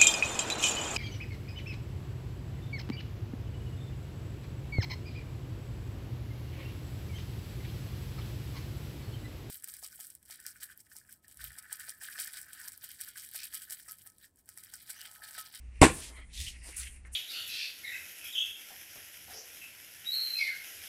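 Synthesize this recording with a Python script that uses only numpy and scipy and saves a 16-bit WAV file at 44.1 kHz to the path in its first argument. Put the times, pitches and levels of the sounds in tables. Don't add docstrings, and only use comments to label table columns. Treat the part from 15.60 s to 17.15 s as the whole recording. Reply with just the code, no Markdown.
import sys
import numpy as np
from scipy import signal
from scipy.fft import rfft, irfft
from scipy.io import wavfile
from scipy.ndimage import uniform_filter1d

SR = 44100
rng = np.random.default_rng(int(sys.argv[2]) if len(sys.argv) > 2 else 0)


def generate_wav(sig):
    pcm = np.round(np.clip(np.atleast_2d(sig).T, -1, 1) * 32767).astype(np.int16)
    wavfile.write(sys.argv[1], SR, pcm)


def invert_db(level):
    return 10 ** (np.asarray(level, dtype=float) / 20)


N = 68355


def evened(x):
    return x / np.sqrt(np.mean(x ** 2) + 1e-20)


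def read(points, hz):
    f, value = np.transpose(points)
    return np.interp(np.log(hz + 1), np.log(f + 1), value)


def colour(x, points, skirt_db=-18):
    hz = np.fft.rfftfreq(len(x), 1 / SR) + 1
    octaves_below = np.maximum(np.log2(points[0][0] / hz), 0)
    octaves_above = np.maximum(np.log2(hz / points[-1][0]), 0)
    gain = invert_db(read(points, hz) + skirt_db * (octaves_below + octaves_above))
    return evened(irfft(rfft(x) * gain, len(x)))


def resonate(x, hz, width):
    turn = np.exp(2j * np.pi * hz * np.arange(len(x)) / SR)
    r = np.exp(-np.pi * width / SR)
    return 2 * (turn * signal.lfilter([1 - r], [1, -r], x / turn)).real


def band(x, hz, width):
    return evened(resonate(resonate(x, hz, width), hz, width))


def sine(hz, t):
    return np.sin(2 * np.pi * hz * t)


def add(mix, s, sound):
    part = mix[round(s * SR):][:len(sound)]
    part += sound[:len(part)]


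def strokes(rows):
    edge_db, edge_shape = -12.5, 1.62
    t, power = np.arange(N) / SR, np.zeros(N)
    for peak, rise, fall, db in rows:
        u = np.where(t < peak, (peak - t) / rise, (t - peak) / fall)
        power += invert_db(db + edge_db * u ** edge_shape) ** 2
    return np.sqrt(power)


def grit():
    grain_db, flutter_db = 2.5, 1.5
    flutter = evened(uniform_filter1d(rng.standard_normal(N), size=300))
    unevenness = np.minimum(rng.exponential(1, N), 5)
    return rng.standard_normal(N) * invert_db(grain_db * unevenness + flutter_db * flutter)


SHEET_T = np.arange(SR // 3) / SR

# (t/s, level/dB, contact/ms, brightness/dB per octave, crack/dB)
BLOWS = [
    (0.2159, -5, 1.36, 1, 6),
    (.2225, -6.5, 0.8, 3, -3),
    (0.2295, -1.5, 0.78, -0.5, 0),
    (.2307, -4, 0.61, 7, -2.5),
    (0.2342, -6.5, 0.84, 0, 0),
    (0.2368, -3, 1.1, 0, 3),
    (0.2491, -8, 1.85, 1, -3.5),
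    (.265, -15.5, 1.23, 6, 2),
]
FIST_S, FIST_CONTACT_MS = BLOWS[0][0], BLOWS[0][2]
# (f/Hz, level/dB, time to fall 60 dB/s)
SHEET = [(265.3, -8.5, 0.063), (319, -9, 0.098), (381.3, -12, 0.046), (587, -10.5, 0.05), (745, -8, 0.052),
         (907, -11, 0.044), (1050, -9.5, .07), (1281, -13, .05), (1870, -11.5, 0.04), (2190, -15, 0.014),
         (2582, -19, .02), (3190, -19, 0.015)]


def blows(out):
    direct_db, ring_db, recoil = -1.5, -10, 0.9
    crack_hz, crack_width_hz, crack_db, crack_t60 = 8595, 2500, -12.5, 0.0097
    most_cycles = 45
    t = SHEET_T
    fizz = band(rng.standard_normal(len(t)), crack_hz, crack_width_hz)
    for s, db, ms, tilt_db, blow_crack_db in BLOWS:
        onset = np.minimum(t * 1000 / ms, 1)
        push = np.sin(np.pi * onset[:200]) ** 2
        spring_back = recoil * np.roll(push, round(ms * SR / 1000))
        add(out, s, invert_db(db + direct_db) * (push - spring_back))

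        ring = np.zeros(len(t))
        for hz, mode_db, t60 in SHEET:
            decay_db = -60 * t / min(t60, most_cycles / hz)
            ring += invert_db(mode_db + tilt_db * np.log2(hz / 1000) + decay_db) * sine(hz, t)
        add(out, s, invert_db(db + ring_db) * ring * onset)

        crack_level = invert_db(db + crack_db + blow_crack_db - 60 * t / crack_t60)
        add(out, s, crack_level * fizz * onset)
        fizz = np.roll(fizz, 999)


# (f/Hz, level/dB, time to fall 60 dB/s)
FLEX = [(77, -11.5, .14), (100, -14, 0.043), (133, -18.5, 0.049), (275, -13, 0.079)]


def flex(out):
    t = SHEET_T
    bend = sum(invert_db(db - 60 * t / t60) * sine(hz, t) for hz, db, t60 in FLEX)
    add(out, FIST_S + FIST_CONTACT_MS / 2000, -bend)


# (t/s, level/dB, f/Hz, time to fall 60 dB/s)
KNOCKS = [(.2163, -16, 5100, .012), (.2163, -12, 2150, .03), (.2163, -15.5, 2650, .02),
          (.217, -12.5, 8100, .01), (.2222, -8, 900, .04), (.2225, -13.5, 1045, .06),
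          (.228, -10, 745, .045), (.2295, -13.5, 3560, .025), (.2295, -13, 590, .05),
          (.2335, -8.5, 385, .05), (.2485, -17, 320, .07), (.248, -24, 1750, .03), (.265, -24, 420, .05),
          (.279, -25, 1010, .05), (.281, -26.5, 770, .04), (.284, -24.5, 300, .07), (.286, -26, 62, .15),
          (.298, -29.5, 500, .07), (.298, -31.5, 2400, .03), (.308, -34, 330, .11), (.31, -34.5, 200, .08),
          (.325, -34, 55, .08)]


def knocks(out):
    t = SHEET_T
    for s, db, hz, t60 in KNOCKS:
        add(out, s, invert_db(db - 60 * t / t60) * sine(hz, t) * np.minimum(t * hz / 1.5, 1))


# (f/Hz, level/dB per Hz)
RATTLE = [(60, -23), (300, -14), (1040, -12.5), (2200, -9.5), (3500, -17.5), (5700, -24), (8000, -14.5),
          (12500, -34.5)]


def rattle(out):
    level_db, hold_s, t60 = -18, 0.029, 0.12
    lead_s, lead_db = 0.003, -22.5
    u = SHEET_T - lead_s
    lead_in = lead_db * (1 - u / lead_s) / 2
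    fade = -60 * np.maximum(u - hold_s, 0) / t60
    shape_db = np.where(u < 0, lead_in, fade)
    add(out, FIST_S - lead_s, invert_db(level_db + shape_db) * colour(grit(), RATTLE)[:len(u)])


def sheet():
    out = np.zeros(N)
    blows(out)
    flex(out)
    knocks(out)
    rattle(out)
    return signal.sosfilt(signal.butter(8, 11500, fs=SR, output="sos"), out)


# (peak t/s, half length/s, level/dB, f/Hz, glide/Hz per s)
THUDS = [
    (0.388, 0.04, -43.5, 76.4, -2),
    (.78, .035, -38, 50, 99.5),
    (0.811, 0.038, -33, 71.4, 159),
    (0.851, 0.021, -44.5, 97, 0),
    (0.876, 0.013, -39, 64.9, 6.5),
]


def thuds():
    out = np.zeros(N)
    for s, length, db, hz, glide in THUDS:
        u = np.arange(-length, length, 1 / SR)
        swell = invert_db(db - 30 * (u / length) ** 2)
        add(out, s - length, swell * np.cos(2 * np.pi * (hz + glide * u / 2) * (u - .009)))
    return out


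# (peak t/s, rise/s, fall/s, level/dB)
SCUFFS = [
    (.44, 0.094, 0.051, -46),
    (.49, 0.033, 0.021, -52),
    (.75, 0.025, 0.1, -47.5),
    (.812, 0.041, 0.084, -41),
    (.875, 0.018, 0.041, -45),
    (1.09, 0.031, 0.037, -53.5),
    (1.22, 0.063, 0.037, -46.5),
]
# (f/Hz, level/dB per Hz)
SCUFF = [(530, -73.5), (900, -53.5), (956, -27.5), (1170, -33), (1230, -44), (1880, -2.5), (3150, 0),
         (9530, -2.5), (16000, -28)]
# (peak t/s, rise/s, fall/s, level/dB)
SHUFFLES = [(.01, 0.089, 0.26, -71), (.17, 0.052, 0.24, -63), (.7, 0.015, 0.09, -65),
            (.955, 0.035, 0.036, -55.5), (1.04, 0.05, 0.19, -58), (1.135, 0.028, 0.21, -55),
            (1.275, 0.061, 0.013, -50.5), (1.35, 0.05, 0.043, -62.5), (1.465, 0.031, 0.048, -67),
            (1.52, 0.029, 0.037, -71.5)]
# (f/Hz, level/dB per Hz)
SHUFFLE = [(530, -58.5), (900, -20.5), (1280, -19.5), (1930, 2.5), (2730, 1.5), (3420, -18), (6000, -13),
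           (7800, -54.5), (13200, -120)]
# (peak t/s, rise/s, fall/s, level/dB)
DRAGS = [(.36, 0.078, 0.11, -52), (.515, 0.046, 0.038, -58), (.585, 0.021, 0.04, -59.5),
         (.815, 0.036, 0.063, -73.5), (1.09, 0.062, 0.031, -58.5), (1.455, 0.0095, 0.069, -66)]
# (f/Hz, level/dB per Hz)
DRAG = [(88, -32.5), (150, -21), (263, 0.5), (1180, -6), (1510, -7.5), (1800, -2.5), (2340, -40),
        (3960, -120)]


def soles():
    kinds = [(SCUFFS, SCUFF), (SHUFFLES, SHUFFLE), (DRAGS, DRAG)]
    return sum(strokes(rows) * colour(grit(), tone) for rows, tone in kinds)


# (peak t/s, rise/s, fall/s, level/dB, f/Hz)
RUBS = [(0.806, 0.039, 0.046, -55.5, 167.5), (1.1, 0.035, 0.022, -66, 485), (1.085, 0.039, 0.043, -66, 926),
        (0.576, 0.018, 0.025, -61, 3700), (0.543, 0.0086, 0.042, -62, 1070),
        (0.794, 0.057, 0.051, -49, 3550), (.875, 0.015, 0.029, -43, 2980),
        (1.091, 0.094, 0.029, -58.5, 4920), (1.2, 0.043, 0.052, -60.5, 1440),
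        (1.271, 0.036, 0.021, -52.5, 3100), (1.453, 0.0031, 0.028, -56, 1830),
        (1.468, .015, 0.046, -65, 1560)]


def rubs():
    slip, sharpness = grit(), 4.04
    out = np.zeros(N)
    for peak, rise, fall, db, hz in RUBS:
        out += strokes([(peak, rise, fall, db)]) * band(slip, hz, hz / sharpness)
    return out


# (peak t/s, rise/s, fall/s, level/dB)
SQUEAKS = [(.575, 0.031, 0.072, -54.5), (.62, 0.13, 0.027, -57.5)]
# (f/Hz, width/Hz, level/dB)
SQUEAK = [(1316, 303, -9), (2070, 375, 4), (3142, 395, -4), (3853, 900, -14)]


def squeaks():
    slip = grit()
    tone = sum(invert_db(db) * band(slip, hz, width) for hz, width, db in SQUEAK)
    return strokes(SQUEAKS) * evened(tone)


# (t/s, level/dB, f/Hz, time to fall 60 dB/s)
TICKS = [
    (1.037, -41, 9000, 0.0049),
    (1.0436, -37, 8480, 0.0035),
    (1.4505, -45, 2110, 0.011),
]


def ticks():
    out, t = np.zeros(N), np.arange(1500) / SR
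    for s, db, hz, t60 in TICKS:
        add(out, s, invert_db(db - 60 * t / t60) * sine(hz, t))
    return out


# (peak t/s, rise/s, fall/s, level/dB)
RUSTLES = [(.16, 0.017, 0.085, -73.5), (.35, 0.1, 0.13, -45.5), (.57, 0.081, 0.049, -60),
           (.66, 0.04, 0.25, -69), (.95, 0.073, 0.21, -65.5), (1.06, 0.036, 0.17, -51.5),
           (1.168, 0.0046, 0.055, -37), (1.26, 0.09, 0.087, -51.5), (1.35, 0.062, 0.046, -59.5),
           (1.465, 0.019, 0.02, -63.5), (1.543, 0.017, 0.089, -44.5)]
# (f/Hz, level/dB per Hz)
RUSTLE = [(1760, -20), (3000, -17), (3780, -25.5), (5250, -15), (9460, 5), (13200, -19.5), (15700, -24.5),
          (16000, -39)]


def shirt():
    return strokes(RUSTLES) * colour(grit(), RUSTLE)


# (f/Hz, time to fall 60 dB/s)
SHOP = [(60, 0.43), (160, 0.27), (420, 0.066), (1100, 0.2), (2910, 0.22), (7680, 0.23)]


def shop(x):
    taps = np.zeros(SR // 2)
    at = np.arange(200, SR // 2 - 20, 20)
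    taps[at + rng.integers(0, 20, len(at))] = rng.choice([-1., 1.], len(at))
    hz, t, z = signal.stft(taps, SR, nperseg=256)
    decay = invert_db(-60 * t / read(SHOP, hz)[:, None])
    tail = signal.istft(z * decay, SR, nperseg=256)[1]
    tail = signal.sosfilt(signal.butter(2, 109, "high", fs=SR, output="sos"), tail)
    return signal.fftconvolve(x, tail / np.linalg.norm(tail))[:N]


# (t/s, level/dB)
RUMBLE = [(0, -51), (.09, -42), (.14, -53), (0.18, -41), (.45, -57), (.5, -53.5), (.61, -48.5),
          (0.722, -54.5), (0.741, -63.5), (0.901, -56), (.97, -47.5), (1.119, -53), (1.166, -71),
          (1.2, -47.5), (1.28, -48), (1.304, -71), (1.34, -50), (1.55, -50.5)]


def machine():
    pitch_hz, wander_hz = 60.8, 2.43
    rough, width_hz = 0.3, 30
    drift = uniform_filter1d(rng.standard_normal(N), size=4000)
    drift = evened(uniform_filter1d(drift, size=4000))
    cycles = np.cumsum(pitch_hz + wander_hz * drift) / SR
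    tone = np.sqrt(2) * np.sin(2 * np.pi * cycles)
    blur = band(rng.standard_normal(N), pitch_hz, width_hz)
    s, db = np.transpose(RUMBLE)
    return invert_db(np.interp(np.arange(N) / SR, s, db)) * (tone + rough * blur)


# (f/Hz, level/dB per Hz)
AIR = [(20, -3), (40, -1), (100, -16), (285, -27), (600, -38.5), (2300, -42.5), (4500, -51), (9500, -44.5)]


def air():
    return invert_db(-53.5) * colour(rng.standard_normal(N), AIR, skirt_db=-59.0)


def scene():
    near = sheet() + thuds() + soles() + rubs() + squeaks() + ticks() + shirt()
    echo = invert_db(-9.5) * shop(near)
    return (near + echo + machine() + air())[None]


def gate(x):
    from_hz, threshold_db, rise_db_per_khz, depth_db = 10000, -94, 1.5, -24.5
    hz, t, z = signal.stft(x, SR, nperseg=1024)
    hz = hz[:, None]
    power = uniform_filter1d(abs(z) ** 2, size=12, axis=1)
    band_db = 10 * np.log10(abs(power) + 1e-20)
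    limit_db = threshold_db + rise_db_per_khz * (hz - from_hz) / 1000
    shut = np.clip((limit_db - band_db) / 2, 0, 1) * (hz > from_hz)
    return signal.istft(z * invert_db(depth_db * shut), SR, nperseg=1024)[1][:, :N]


def roll_off(x):
    return signal.sosfilt(signal.butter(12, 16480, fs=SR, output="sos"), x)


# (f/Hz, level/dB)
MIC = [(20, -5), (45, -1), (10200, -0.5), (11000, 1), (15000, 6)]


def record(dry):
    hz = np.fft.rfftfreq(2 * N, 1 / SR)
    x = irfft(rfft(dry, 2 * N) * invert_db(read(MIC, hz)), 2 * N)[:, :N]
    ceiling = invert_db(6.5)
    x = ceiling * np.tanh(x / ceiling)
    x = signal.oaconvolve(x, signal.firwin(255, 18000, fs=SR)[None], "same")
    return roll_off(gate(x))


dry = scene()
out = record(dry)
generate_wav(out)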